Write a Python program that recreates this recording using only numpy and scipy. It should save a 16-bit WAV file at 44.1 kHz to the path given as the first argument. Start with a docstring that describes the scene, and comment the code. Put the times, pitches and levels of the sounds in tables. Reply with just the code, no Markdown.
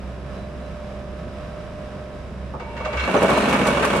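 """A pump whines over the drone of an excavator's diesel, at a nearly steady speed, in a walled pit.
The vibratory driver on its arm starts: the clamp clanks on a steel sheet pile, the ground thrums briefly,
then the pile hammers and rattles loudly. Drone and whine are harmonics of one engine phase; engine noise,
rattle and blows are shaped noise; squeaks and thrum are jittered sines. The walls smear every blow."""
import sys
import numpy as np
from scipy import signal
from scipy.fft import rfft, irfft, next_fast_len
from scipy.io import wavfile
from scipy.ndimage import map_coordinates

SR = 44100
rng = np.random.default_rng(int(sys.argv[2]) if len(sys.argv) > 2 else 0)


def int16_out(signal):
    """Quantize to a 16-bit WAV file."""
    q = np.round(np.clip(np.atleast_2d(signal).T, -1, 1) * 32767)
    wavfile.write(sys.argv[1], SR, q.astype(np.int16))


N = 176400


def amp(db):
    """Decibels to gain."""
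    return 10 ** (np.asarray(db) / 20)


def unit(x):
    """Scale to rms 1."""
    return x / np.sqrt(np.mean(x ** 2) + 1e-20)


def along(points, hz):
    """Interpolate (f/Hz, value) points on a log frequency axis."""
    f, v = np.transpose(points)
    return np.interp(np.log(hz + 1), np.log(f + 1), v)


def curve(rows):
    """Interpolate (t/s, value) points, one value per sample."""
    return np.interp(np.arange(N) / SR, *np.transpose(rows))


def wobble(rate_hz):
    """Smooth random curve through rate_hz normal knots a second."""
    knots = rng.standard_normal(int(N * rate_hz / SR) + 4)
    return map_coordinates(knots, [np.arange(N) * rate_hz / SR])


def filtered(x, response):
    """Multiply the spectrum of x by a complex response of frequency."""
    m = next_fast_len(N + SR)
    return irfft(rfft(x, m) * response(np.fft.rfftfreq(m, 1 / SR)), m)[..., :N]


def colour(x, spectrum):
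    """Causal minimum-phase filter of (f/Hz, level/dB) shape that keeps the power of white noise."""
    m = 2 * next_fast_len(N)
    gain = unit(amp(along(spectrum, np.fft.rfftfreq(m, 1 / SR))))
    cepstrum = irfft(np.log(gain + 1e-6))
    # fold the cepstrum onto positive time
    cepstrum[1:m // 2] *= 2
    cepstrum[m // 2 + 1:] = 0
    return irfft(rfft(x, m) * np.exp(rfft(cepstrum)))[..., :N]


def spread(pair, alike, side_db):
    """Two unrelated signals to left and right, with a likeness and a balance for each frequency."""
    def mid_side_gains(hz):
        turn = np.arccos(np.clip(along(alike, hz), -1, 1)) / 2
        return np.array([np.cos(turn), np.sin(turn)])

    mid, side = filtered(pair, mid_side_gains)
    left_right = np.array([mid + side, mid - side])
    return filtered(left_right, lambda hz: amp(np.outer([.5, -.5], along(side_db, hz))))


def grains(rough_db):
    """Two noises, joint rms 1, clumped into tiny contacts by one shared random level."""
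    return unit(rng.standard_normal((2, N)) * amp(rough_db * wobble(900)))


def strike(start_s, attack_s, hold_s, t60_s):
    """Envelope of one contact: exponential rise, hold, exponential decay."""
    t = np.maximum(np.arange(N) / SR - start_s, 0)
    decay = np.exp(-np.log(1000) * np.maximum(t - hold_s, 0) / t60_s)
    return (1 - np.exp(-t / attack_s)) * decay


def sing(hz, waver_hz):
    """A rough tone, near rms 1, whose pitch jitters quickly."""
    phase = 2 * np.pi * np.cumsum(hz + waver_hz * wobble(220)) / SR
    return np.sqrt(2) * np.sin(phase) * amp(1.5 * wobble(70))


def resonance(f, centre, width):
    """Complex response of one damped mode, 1 at its centre."""
    return 1j * f * width / (centre * centre - f * f + 1j * f * width)


def resonate(x, table):
    """Ring (f/Hz, width/Hz, level/dB) modes, dark above the last, keeping the power of white noise."""
    def response(f):
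        # alternate signs between successive modes
        modes = sum((-1) ** k * amp(db) * resonance(f, hz, width) for k, (hz, width, db) in enumerate(table))
        modes = modes / (1 + .5j * f / table[-1][0]) ** 2
        return modes / np.sqrt(np.mean(abs(modes) ** 2))

    return filtered(x, response)


# bending modes of the pile, relative to its broad response [f/Hz, level/dB]
BENDING = [(195, 6), (251, 4), (424, 2), (566, 4), (955, 4), (1064, 6), (1146, 6), (1482, 4)]
BENDING_WIDTH_HZ = 10


def bend(x):
    """Lift the pile's bending modes out of its broad response."""
    return filtered(x, lambda f: 1 + sum(
        (amp(db) - 1) * resonance(f, hz, BENDING_WIDTH_HZ) for hz, db in BENDING))


# reverberation time of the pit [f/Hz, t60/s]
WALLS = [(200, 0.72), (2000, 0.72), (10000, 0.48)]


def walls(x, wet_db):
    """Add the pit's reverberation: a noise tail, each frequency dying at its own speed."""
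    hz, t, z = signal.stft(rng.standard_normal((2, SR // 2)), SR, nperseg=256)
    decay = np.exp(-np.log(1000) * t / along(WALLS, hz)[:, None])
    tail = signal.istft(z * decay, SR, nperseg=256)[1]
    tail = tail / np.linalg.norm(tail[0])
    return x + amp(wet_db) * signal.fftconvolve(x, tail, axes=1)[:, :N]


REPEAT_SHARE = .4  # of the power


def valve_train(phase, firing_hz):
    """Clatter noise of which a share repeats with every second firing."""
    pattern = rng.standard_normal((2, round(2 * SR / firing_hz)))
    place = (phase / (4 * np.pi) % 1 * pattern.shape[1]).astype(int)
    repeated = np.sqrt(REPEAT_SHARE) * pattern[:, place]
    return repeated + np.sqrt(1 - REPEAT_SHARE) * grains(rough_db=1.5)


# engine speed [t/s, firing rate/Hz]
SPEED = [(0, 64.6), (.4, 67), (.8, 66.4), (1.3, 67.05), (2.1, 67.15), (2.4, 65.6), (2.65, 66.2), (4, 66.2)]
# exhaust drone [t/s, level/dB]
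DRONE = [(0, -36), (1.2, -38), (2.25, -43.5), (2.38, -34.5), (2.7, -38.5), (4, -38.5)]
# exhaust orders [multiple of firing rate, level/dB]
ORDERS = [(1, 0), (2, -13), (3, -7)]
# pump whine [t/s, level/dB]
WHINE = [(0, -50.5), (.4, -40.5), (.8, -41.5), (1.1, -38.5), (1.6, -38), (2.05, -40.5), (2.35, -50),
         (2.7, -42), (4, -33)]
# pump overtones [multiple of piston rate, level/dB]
PUMP = [(1, -2.5), (2, -22)]
PISTONS = 9  # piston rate / firing rate
# mechanical clatter [t/s, level/dB]
ENGINE_LEVEL = [(0, -42), (.3, -41), (1, -41.5), (1.6, -41), (2.1, -41.5), (4, -46)]
# clatter spectrum, relative [f/Hz, level/dB per Hz]
ENGINE_BODY = [(250, -40.5), (473, -11), (620, -10), (799, -19.5), (1260, -17.5), (1500, -23), (1630, -18),
               (1900, -25.5), (2240, -24.5), (3200, -30.5), (3950, -32.5), (4250, -37.5), (4960, -35),
               (5550, -36), (6300, -42), (9500, -46), (15000, -64)]
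# low rumble spectrum, relative [f/Hz, level/dB per Hz]
RUMBLE = [(30, -11), (45, 2), (80, 0), (190, 1.5), (330, -8.5), (385, -4.5), (430, -11.5), (700, -13),
          (2000, -84)]
RUMBLE_DB = -37
# engine noise, stereo likeness [f/Hz, left-right correlation]
ENGINE_ALIKE = [(60, 0.77), (200, 1), (1000, 0.73), (5000, 0.24)]
# engine noise, stereo balance [f/Hz, left minus right/dB]
ENGINE_SIDE = [(200, -1), (370, 3), (690, -2.5), (2300, -1.5), (8000, -1)]


def engine():
    """Diesel drone, pump whine and clatter follow one engine phase, over a steady rumble."""
    phase = 2 * np.pi * np.cumsum(curve(SPEED)) / SR

    def line(order, waver):
        sway = 1 + waver * (wobble(12) + 1j * wobble(13))
        return np.sqrt(2) * np.real(sway * np.exp(1j * (order * phase + 2 * np.pi * rng.random())))

    drone = amp(curve(DRONE)) * sum(amp(db) * line(k, waver=0.15) for k, db in ORDERS)
    whine = amp(curve(WHINE)) * sum(amp(db) * line(PISTONS * round(k), waver=0.23) for k, db in PUMP)
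    firing_pulse = 1 + 0.059 * np.cos(phase)
    clatter = valve_train(phase, SPEED[-1][1]) * firing_pulse
    clatter = colour(clatter, [(150, -20.5)] + list(ENGINE_BODY))
    clatter = amp(curve(ENGINE_LEVEL) + 0.76 * wobble(10.97)) * clatter
    rumble = amp(RUMBLE_DB) * colour(rng.standard_normal((2, N)), RUMBLE)
    rightward = np.array([[-1], [1]])
    tones = drone * amp(rightward * 1.6) + whine * amp(rightward * 3.2)
    return tones + spread(clatter + rumble, ENGINE_ALIKE, ENGINE_SIDE)


# thin machine squeaks [t/s, hold/s, f/Hz, level/dB]
SQUEAKS = [(.35, .1, 3980, -62), (.61, .07, 3990, -62), (2.98, .08, 4130, -45), (3.168, .012, 6080, -40),
           (3.31, .15, 4110, -44), (3.642, .014, 6060, -45)]


def squeaks():
    """Thin steel squeaks as jittered tones, faint at first and stronger once the pile shakes."""
    return sum(amp(db) * strike(s, .008, hold, .08) * sing(hz, 50) for s, hold, hz, db in SQUEAKS)


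# resonances of frame, pile, ground [t/s, hold/s, f/Hz, waver/Hz, level/dB]
SPIN_UP = [(2.6, .4, 920, 32, -42), (2.835, .06, 620, 12, -28.5), (2.94, .1, 65.5, 3, -28.5)]


def spin_up():
    """As it spins up, the driver sets off one resonance after another, each a wavering tone."""
    return sum(amp(db) * strike(s, .02, hold, .08) * sing(hz, waver) for s, hold, hz, waver, db in SPIN_UP)


# first clanks of the clamp [t/s, level/dB]
CLANKS = [(2.597, -39.5), (2.766, -36), (2.802, -39), (2.848, -29), (2.928, -32), (2.97, -27),
          (2.995, -25.5), (3.034, -27.5)]
# dull knocks of the pile [t/s, level/dB]
KNOCKS = [(2.537, -28.5), (2.6, -31.5), (2.801, -28), (2.854, -25.5), (2.934, -26.5)]
# jaws rubbing on the pile [t/s, level/dB]
SQUEAL = [(2.585, -80), (2.61, -47), (2.755, -49), (2.78, -43), (2.96, -37), (3, -31), (3.08, -34),
          (4, -41)]
# steel modes of clamp and pile [f/Hz, width/Hz, level/dB]
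STEEL = [(1530, 45, -3), (1875, 30, -11), (2245, 30, 4), (2305, 45, 0), (2697, 28, -1), (2810, 50, -7),
         (3275, 30, -11), (4095, 35, -13)]
CLANK_RING_DB, CRACK_DB, THUD_DB = -6, -1, -1


def clamp():
    """The jaws clank and rub on the pile and keep its steel singing; the pile answers with dull knocks."""
    # contacts add by power
    clanks = np.sqrt(sum((amp(db) * strike(s, 0.00073, 0.0064, 0.15)) ** 2 for s, db in CLANKS))
    force = clanks * grains(rough_db=-1.0)
    crack = colour(force, [(300, -29), (1200, 12.5), (2700, 9), (3200, 1), (7500, -11.5), (10000, -36)])
    knocks = np.sqrt(sum((amp(db) * strike(s, 0.0017, 0.0081, 0.13)) ** 2 for s, db in KNOCKS))
    thud = colour(knocks * grains(rough_db=-0.5),
                  [(150, -12.5), (500, 11), (1250, 6.5), (1600, -18), (8000, -46)])
    singing = [sum(amp(db) * sing(hz, width) for hz, width, db in STEEL) for channel in range(2)]
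    squeal = amp(curve(SQUEAL)) * unit(np.array(singing))
    rings = amp(CLANK_RING_DB) * resonate(force, STEEL)
    return squeal + walls(rings + amp(CRACK_DB) * crack + amp(THUD_DB) * thud, wet_db=-5.5)


# gritty scrapes of steel on steel [t/s, level/dB]
SCRAPES = [(3.222, -32), (3.293, -32.5), (3.369, -32), (3.489, -33), (3.526, -32.5), (3.663, -26.5),
           (3.843, -28), (3.958, -34)]
# scrape spectrum, relative [f/Hz, level/dB per Hz]
GRIT = [(500, -51), (2500, -3), (8000, -2), (10000, -2), (12000, -17), (15000, -9)]


def scrapes():
    """The pile grinds along its neighbour in short bright bursts of grainy noise."""
    force = sum(amp(db) * strike(s, .006, .01, .07) for s, db in SCRAPES)
    return walls(colour(force * grains(rough_db=-3), GRIT), wet_db=-5.5)


# rattle of the pile [t/s, level/dB]
RATTLE = [(2.5, -66), (2.75, -43), (2.9, -40), (3.1, -26), (3.3, -22.5), (4, -23)]
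# broad response of the pile, relative [f/Hz, level/dB per Hz]
PILE = [(30, -36), (140, -10.5), (180, -5), (260, -4.5), (350, -10), (430, -5.5), (600, -4.5), (720, -12),
        (1150, -10), (1500, -12), (2030, -17.5), (2800, -16), (3050, -20.5), (3900, -25), (4700, -31),
        (9000, -33.5), (15000, -53)]
SHAKE_HZ = 44.26  # typical contact rate
LIFT_S, LIFT_DB = 0.0093, -1.5  # slackening: lead and width, depth before the strongest blow
BRIGHTEN = 0.16  # treble dB per rattle dB
STEEL_DB = -17.5


def pile():
    """A fast uneven rattle through the body of the sheet pile, brighter as it grows."""
    cycle = np.cumsum(SHAKE_HZ * np.exp(.2 * wobble(30))) / SR
    contacts = unit(np.exp(-(cycle % 1) / 1.15) * amp(wobble(40)))
    # the rattle slackens just before each heavy blow
    t = np.arange(N) / SR
    top_db = max(row[1] for row in BLOWS)
    lift = sum(np.exp(-((t - s + LIFT_S) / LIFT_S) ** 2) * amp(db - top_db) ** .5 for s, db, hold, hz in BLOWS)
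    effort_db = curve(RATTLE)
    force = amp(effort_db + LIFT_DB * lift) * contacts * grains(rough_db=2)
    rattle = colour(force, PILE)
    treble = filtered(rattle, lambda hz: 1 - 1 / (1 + (hz / 4200) ** 4))
    rattle = rattle + treble * (amp(BRIGHTEN * (effort_db - effort_db.max())) - 1)
    return walls(bend(rattle) + amp(STEEL_DB) * resonate(force, STEEL), wet_db=-3)


# heavy blows of the pile [t/s, level/dB, hold/s, clang centre f/Hz]
BLOWS = [(3.077, -19.5, 0.018, 515), (3.143, -14.5, 0.028, 560), (3.219, -15, 0.031, 463),
         (3.29, -17, 0.017, 880), (3.318, -19, .012, 398), (3.365, -18.5, 0.014, 720),
         (3.427, -24, 0.011, 500), (3.477, -19, 0.0067, 520), (3.524, -21.5, 0.031, 1470),
         (3.539, -21.5, 0.017, 200), (3.6, -22.5, 0.037, 230), (3.66, -21.5, 0.0074, 1110),
         (3.68, -22, 0.0073, 482), (3.771, -20.5, 0.011, 800), (3.831, -18, 0.017, 1190),
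         (3.932, -23, 0.04, 700)]
BLOW_T60_S, BLOW_OCTAVES = 0.086, 0.82  # decay; half bandwidth
CONTACT_DB = 15.5  # contact click above the blow level


def blows():
    """The pile slams against its neighbour: a hard contact, then a clang centred by where it hits."""
    body = bend(colour(rng.standard_normal((2, N)), PILE))
    clangs, contacts = np.zeros((2, N)), np.zeros((2, N))
    for s, db, hold, hz in BLOWS:
        edges_hz = hz * 2.0 ** (BLOW_OCTAVES * np.array([-1, 1]))
        band = signal.butter(1, edges_hz, "band", fs=SR)
        clangs += amp(db) * strike(s, 0.0011, hold, BLOW_T60_S) * unit(signal.lfilter(*band, body))
        contacts[0, round(s * SR)] += amp(db + CONTACT_DB)
    return walls(clangs + colour(contacts, PILE), wet_db=-7.5)


# driver and pile, stereo likeness [f/Hz, left-right correlation]
PILE_ALIKE = [(150, 1), (550, 0.89), (1000, 0.52), (2000, 0.19), (8000, -0.13)]
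# driver and pile, stereo balance [f/Hz, left minus right/dB]
PILE_SIDE = [(110, -2), (370, 1.8), (1200, -3.5), (2200, -.5), (4300, -3), (8000, -0.5)]


def scene():
    """The engine leans right; the driver and its pile are near the middle."""
    driven_pile = spread(clamp() + pile() + blows() + scrapes(), PILE_ALIKE, PILE_SIDE)
    return engine() + squeaks() + spin_up() + driven_pile


TOP_HZ = 15200


def record(dry):
    """Nothing is kept above the band limit."""
    return filtered(dry, lambda hz: hz < TOP_HZ)


dry = scene()
out = record(dry)
int16_out(out)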